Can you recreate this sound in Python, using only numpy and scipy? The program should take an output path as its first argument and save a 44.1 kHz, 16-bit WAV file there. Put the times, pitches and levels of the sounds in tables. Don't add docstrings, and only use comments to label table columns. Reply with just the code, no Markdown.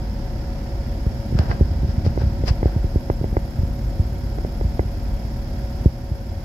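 import sys
import numpy as np
from scipy import signal
from scipy.fft import rfft, irfft, next_fast_len
from scipy.io import wavfile
from scipy.ndimage import uniform_filter1d, minimum_filter1d

SR = 44100
rng = np.random.default_rng(int(sys.argv[2]) if len(sys.argv) > 2 else 0)


def pcm_store(signal):
    levels = np.round(np.clip(np.atleast_2d(signal), -1, 1) * 32767)
    wavfile.write(sys.argv[1], SR, levels.astype(np.int16).T)


N = 284004
TIME = np.arange(N) / SR

# (time [s], speed [turns/s], pulse depth [0-1])
SPIN = [(0, 17.83, .55), (1.2, 17.76, .65), (2.0, 17.77, .7), (2.8, 17.83, .9), (3.6, 17.8, 1),
        (4.4, 17.72, 1), (5.2, 17.78, 1), (6.44, 17.76, .85)]
# (time [s], level [dB])
RUMBLE_RIDE = [(0.0, -26), (0.68, -27.5), (2.13, -21), (2.96, -27), (3.7, -25), (5.8, -26.5)]
RUNNING_RIDE = [(0.0, -41.5), (0.58, -41), (2.6, -41), (3.15, -42.5), (5.72, -41.5), (5.8, -41)]
HISS_RIDE = [(0.0, -63.5), (1.44, -61.5), (1.76, -63.5), (3.54, -60.5), (5.69, -61), (5.8, -60)]
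# (frequency [Hz], left-right correlation [0-1])
NOISE_IMAGE = [(40, 0.95), (130, 1), (300, 0.89), (600, 0.72), (1200, 0.012), (12000, 0.0071)]
# (frequency [Hz], level [dB], pan left over right [dB])
RUSH_COLOUR = [(15, -81, 15), (36.8, -45.5, 4), (59, -46, -2), (124.5, -53, 0), (236, -62, 0.5),
               (408, -66.5, -3), (424, -75, 6), (521, -68, -3.5), (960, -75.5, 6), (1130, -82.5, 2.5),
               (1420, -79.5, 5), (2120, -83, -2.5), (2600, -87.5, -0.5), (4130, -91.5, -8),
               (5170, -86, -15.5), (6150, -93.5, -4.5), (7450, -97, 6.5), (8400, -101.5, -1.5),
               (10300, -95.5, 5.5), (12000, -93.5, 5), (13300, -99, 17.5), (14800, -105.5, 14)]
# (pitch [Hz], wander width [Hz], level [dB], pan [dB], flare position [turns], flare swing [dB])
WHISTLE_TONES = [(3311, 8, -71.5, -4, .3, 3), (4068, 20, -77, -9, .3, 2), (5733, 14, -76, -6, .3, 2),
                 (6637, 10, -75, 5, .75, 8), (6673, 10, -76.5, 2, .14, 6), (7395, 18, -74.5, 12, .52, 6),
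                 (11519, 40, -83, 8, .74, 7), (13274, 34, -73.5, 14, 0.01, 8)]
# (multiple of rotor speed, level [dB], pan [dB])
HUM_PARTIALS = [(3, 0.5, 2), (4, -7, -7.5), (5, -13.5, -6)]
# (multiple of drum speed, level [dB])
SHAKE_PARTIALS = [(2, -34.5), (3, -29.5), (4, -38.5), (5, -36), (6, -45.5), (7, -39), (9, -48.5),
                  (12, -41.5), (13, -47), (14, -45), (18, -53), (19, -52), (37, -58.5), (39, -57.5),
                  (50, -67)]
# (frequency [Hz], level [dB], pan [dB])
SCRAPE_COLOUR = [(300, 3, -16), (745, 3.5, -14), (1160, -1, -3), (1540, 1, 9), (2150, -9, 4),
                 (3580, -18, 7), (5170, -10.5, -14), (7000, -42, -2), (15000, -52, 3)]
SWISH_COLOUR = [(1000, -4.5, -13), (2270, -5.5, 8.5), (3770, -12, 8.5), (5040, -1, 10), (6360, -15.5, 6),
                (8800, -27, 11), (15000, -35, 9)]
# (peak time [s], decay [s], level [dB], swish over scrape [dB])
RUB_CUES = [(1.3896, 0.0016, -24, 3.5), (1.42, 0.079, -32, -20), (1.517, 0.018, -28, -15.5),
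            (1.905, .025, -45, -0.5), (2.061, 0.017, -42, 4.5), (2.215, 0.031, -36, -12),
            (2.481, 0.02, -32, 3.5), (2.68, .04, -40, -12)]
# (frequency [Hz], width [Hz], level [dB], pan [dB])
CASING_RING = [(353, 130, -7, -6), (550, 250, -12, 1), (840, 120, -21, -2), (1260, 160, -22.5, 11),
               (1560, 120, -13.5, 2.5), (2035, 110, -14.5, -4), (5100, 600, -13, -13)]
# (time [s], level [dB], hardness [0-1])
KNOCK_CUES = [(1.0647, -9, 0.29), (1.324, -13, 0.35), (1.351, -7.5, 0.13), (1.394, -5, 0.16),
              (1.497, -12.5, .02), (1.513, -18.5, 0.9), (1.6093, -3.5, 0.36), (1.831, -12, 0.24),
              (1.9796, -9, .03), (2.0634, -12.5, 0.64), (2.073, -9, 0), (2.1753, -11.5, 0.63),
              (2.2188, -16.5, 0.6), (2.235, -10.5, 0), (2.4365, -12, 0.53), (2.506, -7, 0),
              (2.6291, -6.5, 0.6), (2.6568, -5, 0.49), (2.7622, -8.5, .22), (2.8425, -10.5, 0.28),
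              (2.9583, -6, 0.38), (3.0994, -6, 0.65), (3.2125, -12.5, .35), (3.2416, -9, .56),
              (3.327, -12.5, .33), (3.3676, -6.5, 0.66), (3.587, -11.5, 0), (3.632, -12.5, 0.25),
              (3.995, -6.5, 0), (4.3849, -17, 0.63), (4.4477, -14.5, 0.62), (4.6115, -14, 0.64),
              (4.647, -11, .02), (4.7932, -6, 0.64), (5.8585, 3, 0.31), (6.114, -9.5, 0)]


def from_db(db):
    return 10 ** (np.asarray(db) / 20)


def rms_one(x):
    return x / np.sqrt(np.mean(x ** 2) + 1e-20)


def peak_one(x):
    return x / np.abs(x).max()


def curves(rows):
    times, *columns = np.transpose(rows)
    return [np.interp(TIME, times, column) for column in columns]


def ride(rows):
    level_db, = curves(rows)
    return level_db - level_db.mean()


def panned(x, pan_db):
    return x * from_db([[pan_db / 2], [-pan_db / 2]])


def butter(x, hz, kind, order=2):
    return signal.sosfilt(signal.butter(order, hz, kind, fs=SR, output="sos"), x)


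def ring(x, hz, width_hz):
    radius, angle = np.exp(-np.pi * width_hz / SR), 2 * np.pi * hz / SR
    feedback = [1, -2 * radius * np.cos(angle), radius ** 2]
    return signal.lfilter(np.array([1, 0, -1]) * (1 - radius ** 2) / 2, feedback, x)


def drift(rate_hz, hop=40, settle=2000):
    pole = np.exp(-2 * np.pi * hop * rate_hz / SR)
    noise = rng.standard_normal(N // hop + settle + 2)
    slow = signal.lfilter([1], [1, -2 * pole, pole ** 2], noise)[settle:]
    return np.interp(np.arange(N) / hop, np.arange(len(slow)), rms_one(slow))


def stereo_noise(colour):
    size = next_fast_len(N)
    log_f = np.log(np.fft.rfftfreq(size, 1 / SR) + 1)
    image_hz, correlation = np.transpose(NOISE_IMAGE)
    alike = np.interp(log_f, np.log(image_hz), correlation)
    mid, side = rfft(rng.standard_normal((2, size)))
    pair = np.sqrt(1 + alike) * mid + np.sqrt(1 - alike) * side * [[1], [-1]]
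    hz, db, pan_db = np.transpose(colour)
    eq = from_db([np.interp(log_f, np.log(hz), db + sign * pan_db / 2) for sign in (1, -1)])
    return irfft(pair * eq, size)[:, :N] * np.sqrt(SR) / 2


def swell(turns, position, swing_db):
    gain = from_db(swing_db * np.cos(2 * np.pi * (turns - position)))
    return gain / np.sqrt(np.i0(swing_db * np.log(10) / 10))


def rush(turns, depth, rumble_db, air_db, hiss_db, crossovers_hz=(280, 8400)):
    noise = stereo_noise(RUSH_COLOUR)
    low, body = [signal.sosfiltfilt(signal.butter(3, hz, fs=SR, output="sos"), noise)
                 for hz in crossovers_hz]
    air = (body - low) * from_db(air_db) * swell(2 * turns, .45, swing_db=.8)
    throb = rms_one(swell(2 * turns, .42, 2.1 * depth) * swell(turns, .78, 1.3 * depth))
    hiss = (noise - body) * from_db(hiss_db) * throb
    return low * from_db(rumble_db) + air + hiss


def whistles(turns, depth, gain_db, waver_db=2.2, peakiness=0.16):
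    out = np.zeros((2, N))
    for hz, width_hz, level_db, pan_db, position, swing_db in WHISTLE_TONES:
        pitch_hz = hz + width_hz / 2 * drift(10.5)
        tone = np.sqrt(2) * np.sin(2 * np.pi * np.cumsum(pitch_hz) / SR)
        sharpen = swell(2 * turns, 2 * position, peakiness * swing_db * depth)
        flare = rms_one(swell(turns, position, swing_db * depth) * sharpen)
        out += panned(from_db(level_db + waver_db * drift(29)) * tone * flare, pan_db)
    return out * from_db(gain_db)


def motor(gain_db, rotor_hz=184.9, waver_db=2.0, slip_turns=0.029):
    rotor_turns = rotor_hz * TIME + slip_turns * drift(8)
    hum = np.zeros((2, N))
    for multiple, level_db, pan_db in HUM_PARTIALS:
        gain = from_db(level_db + waver_db * drift(9.7))
        hum += panned(gain * np.sin(2 * np.pi * (multiple * rotor_turns + rng.random())), pan_db)
    return np.sqrt(2) * from_db(gain_db) * hum


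def cabinet(turns, gain_db, waver_db=2.5, slip_cycles=0.065):
    shake = np.zeros(N)
    for multiple, level_db in SHAKE_PARTIALS:
        cycles = multiple * turns + rng.random() + slip_cycles * drift(4.1)
        shake += from_db(level_db + waver_db * drift(5.6)) * np.sin(2 * np.pi * cycles)
    return np.sqrt(2) * from_db(gain_db) * shake


def rubs(grain_db=2.0, rise_share=0.55):
    scrape, swish = np.zeros((2, N))
    for peak_s, decay_s, level_db, swish_db in RUB_CUES:
        rise = ((peak_s - TIME) / (rise_share * decay_s)) ** 2 / 2
        fall = (TIME - peak_s) / decay_s
        stroke = np.exp(-np.minimum(np.where(TIME < peak_s, rise, fall), 20))
        scrape += from_db(level_db) * stroke
        swish += from_db(level_db + swish_db) * stroke
    friction = scrape * rms_one(stereo_noise(SCRAPE_COLOUR))
    friction += swish * rms_one(stereo_noise(SWISH_COLOUR))
    return friction * from_db(grain_db * drift(77))


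def grip_bumps(count=12, from_s=1.25, to_s=2.5, level_db=-15, spread_db=4.5, max_hardness=0.39):
    offset, strength, hardness = rng.random((count, 3)).T
    times = from_s + (to_s - from_s) * (np.arange(count) + offset) / count
    return list(zip(times, level_db + spread_db * (2 * strength - 1), max_hardness * hardness))


def knock(t, hardness, pad_hz=155, nail_hz=1080, thud_hz=68, click_s=0.00018):
    (detune, _), *mode_scatter = rng.standard_normal((1 + len(CASING_RING), 2))
    contact_hz = pad_hz * (nail_hz / pad_hz) ** hardness
    thud_db = -12 * hardness ** 2
    tap_db = 1.47 - 18 * (1 - hardness)
    click_db = 3.5 - 68 * (1 - hardness)
    push = np.exp(-np.minimum((t * contact_hz / 0.16) ** 2 / 2, 40))
    swing = ring(push, thud_hz * (1 + 0.034 * detune), width_hz=44)
    thud = from_db(thud_db) * peak_one(butter(butter(swing, 190, "low"), 42, "high"))
    tap = from_db(tap_db) * peak_one(butter(push, 0.37 * contact_hz, "high", order=3))
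    spike = np.exp(-np.minimum((t / click_s) ** 2, 40))
    click = from_db(click_db) * peak_one(butter(spike, 1200, "high"))
    attack = tap + click
    hit = panned(attack, pan_db=-1.5)
    for (hz, width_hz, level_db, pan_db), (strength, side) in zip(CASING_RING, mode_scatter):
        mode = hz / width_hz * ring(attack, hz, width_hz)
        hit += panned(from_db(level_db + 2 * strength) * mode, pan_db + 4 * side)
    return hit - thud


def knocks(cues, left_lag_s=0.00035):
    out = np.zeros((2, N))
    size, lead = SR // 6, SR // 200
    t = (np.arange(size) - lead) / SR - .001
    for cue_s, level_db, hardness in cues:
        start = int(cue_s * SR) - lead
        out[:, start:start + size] += from_db(level_db) * knock(t, hardness)[:, :N - start]
    return np.array([np.interp(TIME - left_lag_s, TIME, out[0]), out[1]])


def limiter(x, ceiling_db=-0.2, recovery_db_per_s=0.6, attack_s=0.00088):
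    over_db = np.maximum(20 * np.log10(np.abs(x).max(axis=0) + 1e-9) - ceiling_db, 0)
    recovered_db = recovery_db_per_s * TIME
    duck_db = np.maximum.accumulate(over_db + recovered_db) - recovered_db
    ahead = int(attack_s * SR)
    held_db = minimum_filter1d(-duck_db, 2 * ahead)
    return x * from_db(uniform_filter1d(held_db, ahead))


def scene():
    turns_per_s, depth = curves(SPIN)
    turns = .27 + np.cumsum(turns_per_s) / SR
    rumble_db, running_db, hiss_db = ride(RUMBLE_RIDE), ride(RUNNING_RIDE), ride(HISS_RIDE)
    bed = cabinet(turns, 0.62 * rumble_db - 0.43) + motor(running_db - 46.5)
    bed += rush(turns, depth, 0.61 * rumble_db + 0.08, running_db + 0.05, hiss_db - 2.4)
    bed += whistles(turns, depth, hiss_db + 1)
    return bed + knocks(KNOCK_CUES + grip_bumps()) + rubs()


def record(dry):
    high_cut = signal.ellip(12, .1, 100, 15650, fs=SR, output="sos")
    return signal.sosfilt(high_cut, limiter(dry))


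dry = scene()
out = record(dry)
pcm_store(out)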